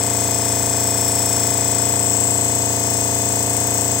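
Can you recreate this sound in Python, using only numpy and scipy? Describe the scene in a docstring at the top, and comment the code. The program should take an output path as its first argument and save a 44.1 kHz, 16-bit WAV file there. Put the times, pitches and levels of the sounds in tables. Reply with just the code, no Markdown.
"""An eight-post ignition distributor spins on a test stand in a small wooden workshop.
From the start, eight sparks a turn crack inside the cap and set its parts ringing, while the
drive hums, knocks once a turn, whines and buzzes over the soft rush of its motor.
A hand-held microphone drifts slowly past: the cap's ring is loudest at about 2.3 seconds,
then eases back as the shaft spins on at nearly the same speed."""
import sys
import numpy as np
from scipy import signal
from scipy.fft import rfft, irfft
from scipy.io import wavfile
from scipy.ndimage import map_coordinates

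SR = 44100
rng = np.random.default_rng(int(sys.argv[2]) if len(sys.argv) > 2 else 0)


def persist_wave(psi):
    """Save psi, clipped to +-1, as 16-bit WAV."""
    counts = np.round(np.clip(psi, -1, 1) * 32767).astype(np.int16)
    wavfile.write(sys.argv[1], SR, np.atleast_2d(counts).T)


N = 176400

# the eight sparks (place [turns], relative ring level [dB], ring fade [ms], relative crack level [dB])
POSTS = [(0, -3, 3.3, -5), (.128, -13, .8, -13), (.27, -6, 1.7, -6), (.388, -8.5, 1.0, -12),
         (.507, -5.5, .7, -11), (.622, -6, .6, -12), (.754, -4.5, .6, -5), (.874, 0, .75, -2.5)]
# loudness as the microphone drifts (time [s], cap ring gain [dB], crack gain [dB])
DRIFT_GAINS = [(0.0, -18, -25), (0.6, -18.5, -23.5), (1.25, -17, -23), (1.7, -16.5, -24.5),
               (2.3, -14.5, -26), (2.75, -18.5, -25.5), (3.3, -18.5, -25.5), (3.75, -18, -25),
               (4.0, -19, -26)]
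# how much the right side is shaded from the ringing (time [s], extra drop [dB])
RIGHT_SHADE = [(0, 16), (.6, 16), (1.25, 8.5), (1.7, 17), (2.3, 16), (2.75, 20), (4, 17)]


def spark_pulses(turn, jitter_s=8e-6, scatter_db=0.59):
    """Each post sparks once a turn, a little uneven in time and strength: one row of pulses per post."""
    t = np.arange(N) / SR
    turns = np.arange(int(turn[-1]) + 1)
    rows = []
    for position, *_ in POSTS:
        early_late, weak_strong = rng.standard_normal((len(turns), 2)).T
        times = np.interp(turns + position, turn, t, right=2 * t[-1]) + jitter_s * early_late
        rows.append(clicks(times, undb(scatter_db * weak_strong)))
    return rows


def cap_ring(sparks, pitch_hz=7766, attack_s=0.00031):
    """Each spark makes the hollow cap ring with a very short, high ping."""
    age = np.arange(SR // 10) / SR
    tone = np.sin(2 * np.pi * pitch_hz * age)
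    pings = np.zeros(N)
    for pulses, (_, ring_db, fade_ms, _) in zip(sparks, POSTS):
        swell = (1 - np.exp(-age / attack_s)) * np.exp(-age * 1000 / fade_ms)
        pings += undb(ring_db) * ring(pulses, swell / swell.max() * tone)
    heard = in_room(pings, pan_db=3.1 + curve(RIGHT_SHADE), echo_db=-15.5)
    return heard * undb(curve(DRIFT_GAINS) - 1)


def spark_crack(sparks, turn, fade_s=0.0006, sizzle=0.069):
    """Each spark is a snap of bright noise, with a faint sizzle in between."""
    # tone of the crack (frequency [Hz], relative level [dB])
    spectrum = [(2000, 0.5), (4000, -18), (5500, 2.5), (7000, 1.5), (8800, 17), (9150, -13), (10200, -1.5),
                (11200, -4.5), (13000, 5), (14500, 6.5), (15700, 8.5)]
    fade = np.exp(-np.arange(SR // 10) / SR / fade_s)
    bursts = sum(undb(crack_db) * ring(pulses, fade) for pulses, (*_, crack_db) in zip(sparks, POSTS))
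    sides = []
    for side in range(2):
        snaps = colour((bursts + sizzle) * turning_noise(turn, fresh=0.72), spectrum)
        sides.append(in_room(snaps, pan_db=5, echo_db=-3.5)[side])
    return np.array(sides) * undb(curve(DRIFT_GAINS, axis=2) + 2)


def parts_ring(sparks):
    """The sparks strike cap, rotor and posts, which ring on longer at their own pitches."""
    # ringing tones; narrow ones last longer (pitch [Hz], width [Hz], relative level [dB])
    tones = [(4820, 15, -22), (5398, 30, 1), (5630, 23, -4.5), (5820, 31, -10), (6360, 47, -37),
             (6554, 104, 8.5), (6700, 61, -2.5), (7440, 26, 1), (8150, 50, -3.5), (8280, 42, -2),
             (8600, 23, -3), (8810, 53, -7)]
    # how those tones rise and fall (time [s], gain below 6 kHz [dB], gain above [dB])
    tone_gains = [(0, 2, 0), (.6, -0.7, -1), (1.25, 2, -2.3), (1.7, 3, 0), (2.3, -1.4, 0.2), (4, -.7, 1)]
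    low, high = undb(curve(tone_gains)), undb(curve(tone_gains, axis=2))
    age = np.arange(SR // 10) / SR
    blows = sum(sparks)
    ringing = np.zeros(N)
    for hz, width, db in tones:
        ping = np.exp(-np.pi * width * age) * np.sin(2 * np.pi * hz * age)
        ringing += undb(db) * (low if hz < 6000 else high) * unit(ring(blows, ping))
    return in_room(ringing, pan_db=2.5 + curve(RIGHT_SHADE), echo_db=0.5) * undb(-23)


def drive_hum(turn, size=256):
    """The bass of the drive throbs once a turn, and a knock rings the stand a little later."""
    # tones of the hum (pitch [times shaft speed], relative level [dB])
    harmonics = [(1, -35), (2, -23.5), (3, -6), (4, 1), (5, -17), (6, -20.5), (7, -9), (8, -13), (9, -10.5),
                 (10, -3.5), (11, -25.5), (12, -13), (13, -19), (14, -9), (15, -11.5), (16, -8.0),
                 (17, -20.5), (18, -7), (19, -16), (20, -23.0), (21, -20.5), (22, -15), (23, -16), (24, -2),
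                 (25, -11.5), (26, -17), (27, -24), (28, -22.5), (29, -17), (30, -17.5), (31, -10.5),
                 (32, -13.5), (33, -11.5), (34, -15.5), (35, -18.5), (36, -25.5), (37, -17.5), (38, -29),
                 (39, -37.5)]
    # groups of tones below the knock
    # (first [times shaft speed], last [times shaft speed], swell place [turns], phase scatter [rad])
    groups = [(1, 6, 0, .35), (7, 11, .15, 1.3), (12, 20, .12, .8)]
    knock = (groups[-1][1] + 1, len(harmonics), 0.22, 0.36)  # the remaining tones, same columns
    multiples, db = np.array(harmonics).T
    # shift the tones so that each swell starts sharply and dies away (minimum phase)
    gains = undb(np.interp(np.arange(size // 2 + 1), multiples, db))
    cepstrum = irfft(np.log(gains))
    shift = rfft(2 * cepstrum[:size // 2], size).imag
    hum = np.zeros(N)
    for first, last, swell_at, scatter in groups + [knock]:
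        for k in range(first, last + 1):
            phase = 2 * np.pi * k * (turn - swell_at) + shift[k] + scatter * rng.standard_normal()
            hum += undb(db[k - 1]) * np.cos(phase)
    return two_sides(unit(hum)) * stereo_gain(-24.5, pan_db=-1.8)


def bearing_buzz(turn, throb_depth=0.58):
    """Bearings and belt scrape much the same way on every turn, throbbing as the posts pass."""
    # tone of the buzz (frequency [Hz], relative level [dB])
    spectrum = [(700, 0), (1000, -0.5), (1300, -4.5), (1480, -0.5), (1620, 1.5), (1950, -1), (2100, 7),
                (2300, -7), (2500, -1), (2750, -10.5), (3480, 2), (3900, -7), (4700, 0), (6000, -11.5)]
    throb = 1 + throb_depth * np.cos(2 * np.pi * len(POSTS) * turn - 1)
    scrapes = [throb * turning_noise(turn, fresh=0.24) for _ in range(3)]
    shared, left, right = (unit(colour(scrape, spectrum)) for scrape in scrapes)
    buzz = 1.28 * two_sides(shared) + np.array([left, right])
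    return unit(buzz) * stereo_gain(-34.5, pan_db=1.5)


def motor_rush():
    """The motor makes a soft, even noise, mostly alike on both sides."""
    # tone of the rush (frequency [Hz], relative level [dB])
    spectrum = [(20, -30), (32, -24), (42, -19), (58, 9), (80, -0.5), (200, -4), (500, -5), (720, -2.5),
                (1200, -14), (3500, -8), (8000, -20), (16000, -24)]
    noise = rng.standard_normal(N) + .5 * rng.standard_normal((2, N))
    return unit(colour(noise, spectrum)) * undb(-39)


def drive_whines(turn):
    """The stand favours a few high tones of the drive, heard as thin whines."""
    # the whines (pitch [times shaft speed], level [dB], left minus right [dB])
    tones = [(40, -48.5, 8), (44, -51, 8), (47, -52.5, 7), (63, -50, 6), (73, -49, -7), (87, -52, 12),
             (88, -53, 12), (122, -49, 9)]
    whines = np.zeros((2, N))
    for multiple, db, pan_db in tones:
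        tone = np.sin(2 * np.pi * (multiple * turn + rng.random()))
        whines += two_sides(unit(tone)) * stereo_gain(db, pan_db)
    return whines


def in_room(x, pan_db, echo_db, echo_s=0.16):
    """Add echoes from bench and walls (60 dB down after echo_s); the right side is pan_db quieter."""
    age = np.arange(SR // 4) / SR
    tails = rng.standard_normal((2, len(age))) * np.exp(-np.log(1000) * age / echo_s)
    echoes = np.array([unit(ring(x, tail)) for tail in tails])
    left, right = two_sides(unit(x)) + undb(echo_db) * echoes
    return np.array([unit(left), undb(-pan_db) * unit(right)])


def two_sides(x):
    """Sound reaches the left side of the microphone first and the right a little later."""
    # lateness of the right side as the microphone moves (time [s], delay [ms])
    right_delay = [(0, 0.025), (1.3, 0.0051), (1.75, 0.035), (2.2, 0.14), (2.75, 0.15), (4, 0.14)]
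    read_at = np.arange(N) - curve(right_delay) * SR / 1000
    return np.array([x, map_coordinates(x, [read_at], mode="nearest")])


def stereo_gain(db, pan_db):
    """Left and right gains around db, with the left pan_db above the right."""
    return undb(db + np.array([[pan_db], [-pan_db]]) / 2)


def turning_noise(turn, fresh, size=1536):
    """Hiss that comes round again with each turn, plus a fresh share that is always new."""
    track = irfft(np.exp(2j * np.pi * rng.random(size // 2)), size * 10)
    again = np.interp(turn % 1, np.arange(len(track)) / len(track), track)
    return np.sqrt(1 - fresh ** 2) * unit(again) + fresh * rng.standard_normal(N)


def clicks(times, sizes, reach=8):
    """Sharp pulses that can fall between samples."""
    at = times[:, None] * SR
    index = np.floor(at).astype(int) + np.arange(1 - reach, reach + 1)
    taper = np.cos(np.pi * (index - at) / (2 * reach)) ** 2
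    shape = sizes[:, None] * np.sinc(index - at) * taper
    inside = (index >= 0) & (index < N)
    return np.bincount(index[inside], shape[inside], N)


def ring(x, response):
    """Let every sample of x set off a copy of the response."""
    return signal.fftconvolve(x, response)[:N]


def colour(x, points):
    """Shape the tone of x by (frequency [Hz], gain [dB]) points."""
    hz, db = np.array(points).T
    freqs = np.maximum(np.fft.rfftfreq(N, 1 / SR), 1)
    gains = undb(np.interp(np.log(freqs), np.log(hz), db))
    return irfft(rfft(x) * gains, N)


def curve(rows, axis=1):
    """One column of a timed table, filled in for every sample."""
    rows = np.array(rows)
    return np.interp(np.arange(N) / SR, rows[:, 0], rows[:, axis])


def unit(x):
    """Scale to an average strength (rms) of 1."""
    return x / np.sqrt(np.mean(x ** 2))


def undb(db):
    """Turn decibels into a gain."""
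    return 10 ** (np.asarray(db) / 20)


def scene():
    """The turning shaft times everything but the motor's rush."""
    # the slightly wandering shaft (time [s], speed [turns per second])
    shaft_speed = [(0.0, 28.7), (0.4, 28.448), (0.65, 28.5), (1.15, 28.435), (1.65, 28.569), (2.15, 28.717),
                   (2.6, 28.593), (2.9, 28.459), (3.4, 28.623), (3.7, 28.819), (4.0, 28.501)]
    turn = np.cumsum(curve(shaft_speed)) / SR - 0.013  # turns made, starting just before a spark
    drive = drive_hum(turn) + drive_whines(turn) + bearing_buzz(turn)
    sparks = spark_pulses(turn)
    return spark_crack(sparks, turn) + cap_ring(sparks) + parts_ring(sparks) + drive + motor_rush()


def record(dry):
    """Clip the sound at full scale, then cut the highest treble."""
    lowpass = signal.ellip(12, .2, 80, 15750, fs=SR, output="sos")
    return signal.sosfilt(lowpass, np.clip(dry, -1, 1))


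dry = scene()
out = record(dry)
persist_wave(out)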